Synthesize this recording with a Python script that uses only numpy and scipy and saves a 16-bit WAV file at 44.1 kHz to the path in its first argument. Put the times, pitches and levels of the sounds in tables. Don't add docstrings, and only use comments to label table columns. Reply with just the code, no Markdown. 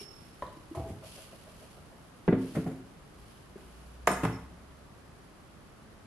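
import sys
import numpy as np
from scipy import signal
from scipy.io import wavfile
from scipy.ndimage import uniform_filter1d

SR = 44100
rng = np.random.default_rng(int(sys.argv[2]) if len(sys.argv) > 2 else 0)


def master(y):
    cut = np.clip(np.atleast_2d(y).T, -1, 1)
    pcm = np.round(cut * 32767)
    wavfile.write(sys.argv[1], SR, pcm.astype(np.int16))


N = 267510

# (time [s], thud of the top [dB], clack of the contact [dB], gritty tick [dB], slide [s])
BENCH_KNOCKS = [(2.278, -23, -35, -82, 0.00031), (2.2836, -16.5, -39.5, -74, 0.00061),
                (2.3246, -21, -38, -86, 0.0019), (2.344, -26, -56, -79, 0.0018),
                (2.549, -38, -39, -47.5, 0.0051), (2.567, -25.5, -48, -60, 0.0026),
                (2.579, -39, -48, -66, 0.0022), (2.663, -29.5, -48, -56, 0.0071),
                (2.712, -38, -57, -63, .005), (3.556, -48, -55, -64, 0.02),
                (4.0724, -43, -30.5, -31.5, 0.000081), (4.0736, -40, -21.5, -44, 0.00032),
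                (4.078, -39.5, -30.5, -36, 0.00037), (4.087, -40, -34, -58, 0.00027),
                (4.1022, -34.5, -48, -58, .0005), (4.115, -32.5, -35.5, -46, 0.0011),
                (4.232, -27.5, -31.5, -43, 0.0044), (4.250, -31, -31, -45.5, 0.00077)]
# (time [s], thump through the base [dB], hollow ring of the pot [dB], clink of the lid [dB], gritty tick [dB])
LID_CONTACTS = [(0.4226, -46.5, -55, -31.5, -66), (.749, -54, -36.5, -43, -51.5),
                (.771, -33, -31, -46, -67), (.797, -34.5, -37.5, -48, -70), (.858, -40.5, -41, -74, -64),
                (.885, -41, -42.5, -68, -55), (.903, -36, -62, -70, -70)]
# (time [s], level [dB], frequency [Hz])
SMALL_BUMPS = [(.012, -35, 390), (.467, -39, 3880), (.568, -36, 305), (.712, -27, 317), (.752, -38, 313),
               (.862, -33.5, 410), (2.553, -39, 1470), (2.561, -29, 95.7), (2.664, -26.5, 713),
               (2.671, -29, 377), (2.716, -42, 730), (3.558, -33.5, 373), (4.0718, -14, 6900),
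               (4.074, -17, 725), (4.236, -16.5, 171.5), (4.251, -22.5, 112.4), (4.51, -47, 620)]
# (time [s], level [dB], free ringing [s])
NOZZLE_PINGS = [(0., -46, .38), (4.078, -45, 0.065), (4.25, -55, 0.031), (4.324, -55, 0.038)]
# (time [s], level [dB])
SAUCER_LANDINGS = [(2.2838, -33.5), (2.3245, -41)]
TORCH_LANDINGS = [(4.0735, -23), (4.1025, -29.5), (4.25, -34.5)]
# (start [s], length [s], level [dB])
SLEEVE_STROKES = [(-.03, 0.06, -52.5), (0.067, 0.35, -67), (.72, 0.17, -64.5), (1.015, 0.21, -54),
                  (1.293, 0.39, -63.5), (2.374, .22, -58.5), (3.144, 0.23, -67.5), (3.557, 0.35, -67.5)]

# (frequency [Hz], level [dB], time to fall 60 dB [s])
BENCH_MODES = [(113, -9, .55), (160, -9, .25), (178, 1.5, .34), (195, -2, .22), (262.5, -1, .32),
               (327.5, -7, .25), (369, -8.5, .24), (440, -3, .22)]
POT_MODES = [(350.3, -4, 0.14), (420, -20, .09), (654.7, 0, 0.15), (680.5, -4, 0.16), (770, -12, 0.13),
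             (835, -9.5, 0.19)]
LID_MODES = [(509, -1.5, 0.11), (587, 3, 0.081), (1009, 8, 0.046), (1130, -10, 0.1), (2980, -27, .12)]
NOZZLE_MODES = [(2330, -6, .25), (2810, -8.5, 0.35), (5340, -0.5, 0.76), (5380, -1, 0.84),
                (5565, 0.5, 0.22)]
VALVE_MODES = [(8500, -7, 0.19), (8730, 3, 0.11), (9870, -4, 0.16)]
SAUCER_MODES = [(710, -1, 0.081), (890, -6.5, 0.081), (1420, -7.5, 0.11), (1633, -1.5, 0.085),
                (2006, -2.5, 0.11)]
TORCH_MODES = [(628, -1, 0.15), (725, 0, 0.13), (1030, -3, 0.16), (1234, 1.5, 0.13), (1510, -5, 0.098),
               (1780, -6, 0.089), (2180, -6, 0.1)]

# (frequency [Hz], level per Hz [dB])
THUD_COLOUR = [(31, -22), (71, -21.5), (111, -2), (201, 4), (431, -7), (561, -9.5), (901, -31), (2001, -36),
               (5001, -82)]
CLACK_COLOUR = [(61, -19.5), (301, -12.5), (651, -1), (951, -4.5), (1301, -6.5), (1901, -11.5),
                (2501, -18.5), (3501, -24.5), (6001, -53.5), (12001, -86)]
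TICK_COLOUR = [(300, -28), (2000, 10.5), (4000, -3), (6000, -1.5), (9000, 1), (12000, 1.5)]
THUMP_COLOUR = [(26, -24), (61, -3), (121, 0), (181, -12.5), (261, -18), (701, -29), (3001, -70)]
ROLL_COLOUR = [(200, -23.5), (480, -6), (660, 0.5), (800, -15.5), (1500, -18), (5000, -63)]
CLINK_COLOUR = [(100, -16), (330, -4), (550, -6), (750, -8), (1020, -2), (1350, -10.5), (2000, -18.5),
                (2600, -33), (3800, -26.5), (6000, -42)]
# (frequency [Hz], level per Hz [dB])
HISS_COLOUR = [(12, -56.5), (20, -11.5), (32, -1), (48, 2), (170, 2), (291, -3.5), (434, -6), (483, -9),
               (583, -8), (783, -10.5), (1020, -11.5), (1110, -10), (1270, -11.5), (2750, -23.5),
               (12000, -35.5), (15600, -75), (22000, -120)]
CLOTH_COLOUR = [(1000, -23), (2400, 1.5), (3000, 5), (3700, -1), (4600, 1.5), (5600, -2.5), (7700, -5),
                (10800, 1.5), (12000, -2.5)]

# (frequency [Hz], time to fall 60 dB [s])
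ROOM_DECAY = [(101, 0.55), (401, 0.52), (1201, 0.51), (4001, 0.55), (11001, 0.51)]
# (frequency [Hz], side level [dB])
HANDLING_WIDTH = [(61, -29), (201, -22), (501, -16.5), (1001, -9.5), (2001, -4.5), (5001, 0.5), (9001, 0),
                  (12001, -1.5)]
BACKGROUND_WIDTH = [(60, -7.5), (150, -9.5), (350, -6), (600, -3), (1000, -1.5), (1300, -4), (2000, -.5),
                    (5000, -0.5), (12000, 0)]

HISS_DB = -54.5
TOP_EDGE_HZ = 12150
STROKE_ATTACK_S = 0.048
STROKE_RELEASE_SHARE = 0.44
RUSTLE_DB, RUSTLE_FADE_DB_PER_S = -66.5, 0.7
ROCK_START_S, ROCK_PERIOD_S, ROLL_RISE_S = 1.013, 0.149, 0.02
DRONE_PEAK_S, DRONE_DB, DRONE_SLOPE_DB_PER_S = 4.15, -47.5, 20
DRONE_HZ, DRONE_GLIDE_HZ_PER_S = 63, 9.6
BLOW_T = np.arange(SR) / SR


def amp(db):
    return 10 ** (np.asarray(db) / 20)


def read(points, hz):
    table_hz, value = np.transpose(points)
    return np.interp(np.log(hz + 1), np.log(table_hz + 1), value)


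def add(mix, time_s, sound):
    start = max(0, round(time_s * SR))
    part = mix[:, start:][:, :sound.shape[1]]
    part += sound[:, :part.shape[1]]


def colour(x, points):
    size = 8192
    hz = abs(np.fft.fftfreq(size, 1 / SR))
    log_gain = np.log(amp(read(points, hz)))
    spectrum = np.exp(np.conj(signal.hilbert(log_gain)))
    taps = np.fft.ifft(spectrum).real[:size // 2]
    return signal.fftconvolve(x, taps[None], axes=1)[:, :x.shape[1]]


def unit_blow(x):
    energy = np.sum(x[0] ** 2)
    return x * np.sqrt(SR / 100 / energy)


def burst(spectrum, t60, rise_s=1e-5):
    fade = amp(-60 * BLOW_T / t60)
    rise = 1 - np.exp(-BLOW_T / rise_s)
    grains = rng.standard_normal((2, SR)) * (fade * rise)
    return unit_blow(colour(grains, spectrum))


def ring(modes, side=0.26):
    hz, db, t60 = np.transpose(modes)[:, :, None]
    partials = amp(db - 60 * BLOW_T / t60) * np.sin(2 * np.pi * hz * BLOW_T)
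    sign = (-1.) ** np.arange(len(modes))
    lean = side * rng.choice([-1, 1], len(modes))
    return np.array([sign @ partials, lean @ partials]) / np.linalg.norm(amp(db))


def noise(spectrum):
    x = colour(rng.standard_normal((2, N + SR)), spectrum)
    x = x[:, SR:]
    return x / x[0].std()


def stereo(x, width, lean=0.075):
    leaning_side = x[1:] - lean * x[:1]
    side = colour(leaning_side, width)[0]
    return np.array([x[0] + side, x[0] - side])


def workshop(x, wet_db, build_s=0.01):
    hz, t, bands = signal.stft(rng.standard_normal((2, SR)), SR, nperseg=256)
    decay = amp(-60 * t / read(ROOM_DECAY, hz)[:, None])
    tail = signal.istft(bands * decay, SR, nperseg=256)[1][:, :SR]
    tail = tail * (1 - np.exp(-(BLOW_T / build_s) ** 2))
    tail = tail / np.linalg.norm(tail[0])
    echoes = signal.fftconvolve(x[:1], tail, axes=1)[:, :N]
    return x + amp(wet_db) * echoes


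def drone():
    t = np.arange(N) / SR - DRONE_PEAK_S
    hz = DRONE_HZ + DRONE_GLIDE_HZ_PER_S * t
    phase = 2 * np.pi * np.cumsum(hz) / SR
    level = amp(DRONE_DB - DRONE_SLOPE_DB_PER_S * abs(t))
    return np.sqrt(2) * level * np.sin(phase)


def hiss():
    return amp(HISS_DB) * noise(HISS_COLOUR)


def sleeve(flutter_db=1.53):
    t = np.arange(N) / SR
    power = amp(RUSTLE_DB - RUSTLE_FADE_DB_PER_S * t) ** 2
    for start, length, db in SLEEVE_STROKES:
        attack = np.clip((t - start) / STROKE_ATTACK_S, 0, 1)
        since_end = np.maximum(t - start - length, 0)
        release = np.exp(-since_end / (STROKE_RELEASE_SHARE * length))
        power = power + (amp(db) * attack * release) ** 2
    grain = uniform_filter1d(rng.standard_normal(N), size=220)
    flutter = amp(flutter_db * grain / grain.std())
    return noise(CLOTH_COLOUR) * np.sqrt(power) * flutter


def background():
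    return stereo(sleeve() + hiss(), BACKGROUND_WIDTH) + drone()


def bumps(cycles=17.4):
    out = np.zeros((2, N))
    for time_s, db, hz in SMALL_BUMPS:
        t60 = cycles / hz
        note = ring([(hz, 0, t60), (hz * 1.08, -8, 0.76 * t60)])
        rise = 1 - np.exp(-BLOW_T * hz / 0.53)
        add(out, time_s, amp(db) * note * rise)
    return workshop(out, wet_db=-3.5)


def rocking(first_db=-46, fade_db=1.4, count=7):
    out = np.zeros((2, N))
    rise = 1 - np.exp(-(BLOW_T / ROLL_RISE_S) ** 2)
    for k in range(count):
        roll = unit_blow(burst(ROLL_COLOUR, t60=0.11) * rise)
        add(out, ROCK_START_S + ROCK_PERIOD_S * k, amp(first_db - fade_db * k) * roll)
    return workshop(out, wet_db=-7)


def pot():
    out = np.zeros((2, N))
    for time_s, thump_db, ring_db, clink_db, tick_db in LID_CONTACTS:
        clink = 1.35 * ring(LID_MODES) + 0.52 * burst(CLINK_COLOUR, t60=0.078)
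        add(out, time_s, amp(thump_db) * burst(THUMP_COLOUR, t60=0.12))
        add(out, time_s, amp(ring_db) * ring(POT_MODES))
        add(out, time_s, amp(clink_db) * clink)
        add(out, time_s, amp(tick_db) * burst(TICK_COLOUR, t60=0.13, rise_s=0.0028))
    return workshop(out, wet_db=-4.0)


def nozzle(choke_s=0.014):
    out = np.zeros((2, N))
    for time_s, db, free_s in NOZZLE_PINGS:
        choke = np.exp(-np.maximum(BLOW_T - free_s, 0) / choke_s)
        add(out, time_s, amp(db) * ring(NOZZLE_MODES, side=0.77) * choke)
    add(out, 4.115, amp(-37) * ring(VALVE_MODES, side=0.8))
    sway = uniform_filter1d(rng.standard_normal(N), size=400)
    flutter = 1 + 0.18 * sway / sway.std()
    return workshop(out * flutter, wet_db=-11)


def struck(taps, modes):
    out = np.zeros((2, N))
    for time_s, db in taps:
        add(out, time_s, amp(db) * ring(modes, side=0.6))
    return workshop(out, wet_db=-7.5)


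def bench(dense=1.0, smear=16.0):
    low, high = np.zeros((2, 2, N))
    for time_s, thud_db, clack_db, tick_db, slide_s in BENCH_KNOCKS:
        drag = smear * slide_s
        thud = ring(BENCH_MODES) + dense * burst(THUD_COLOUR, t60=0.062)
        clack = burst(CLACK_COLOUR, t60=0.028 + drag, rise_s=slide_s)
        tick = burst(TICK_COLOUR, t60=0.022 + drag, rise_s=slide_s)
        add(low, time_s, amp(thud_db) * thud)
        add(high, time_s, amp(clack_db) * clack)
        add(high, time_s, amp(tick_db) * tick)
    return workshop(low, wet_db=-7) + workshop(high, wet_db=-4.0)


def scene():
    lid_off = pot() + rocking()
    ringing = struck(SAUCER_LANDINGS, SAUCER_MODES) + struck(TORCH_LANDINGS, TORCH_MODES)
    set_down = bench() + ringing + nozzle()
    return stereo(lid_off + set_down + bumps(), HANDLING_WIDTH) + background()


def record(dry):
    taps = signal.firwin(511, TOP_EDGE_HZ, window=("kaiser", 9), fs=SR)
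    return signal.oaconvolve(dry, taps[None], "same")


dry = scene()
out = record(dry)
master(out)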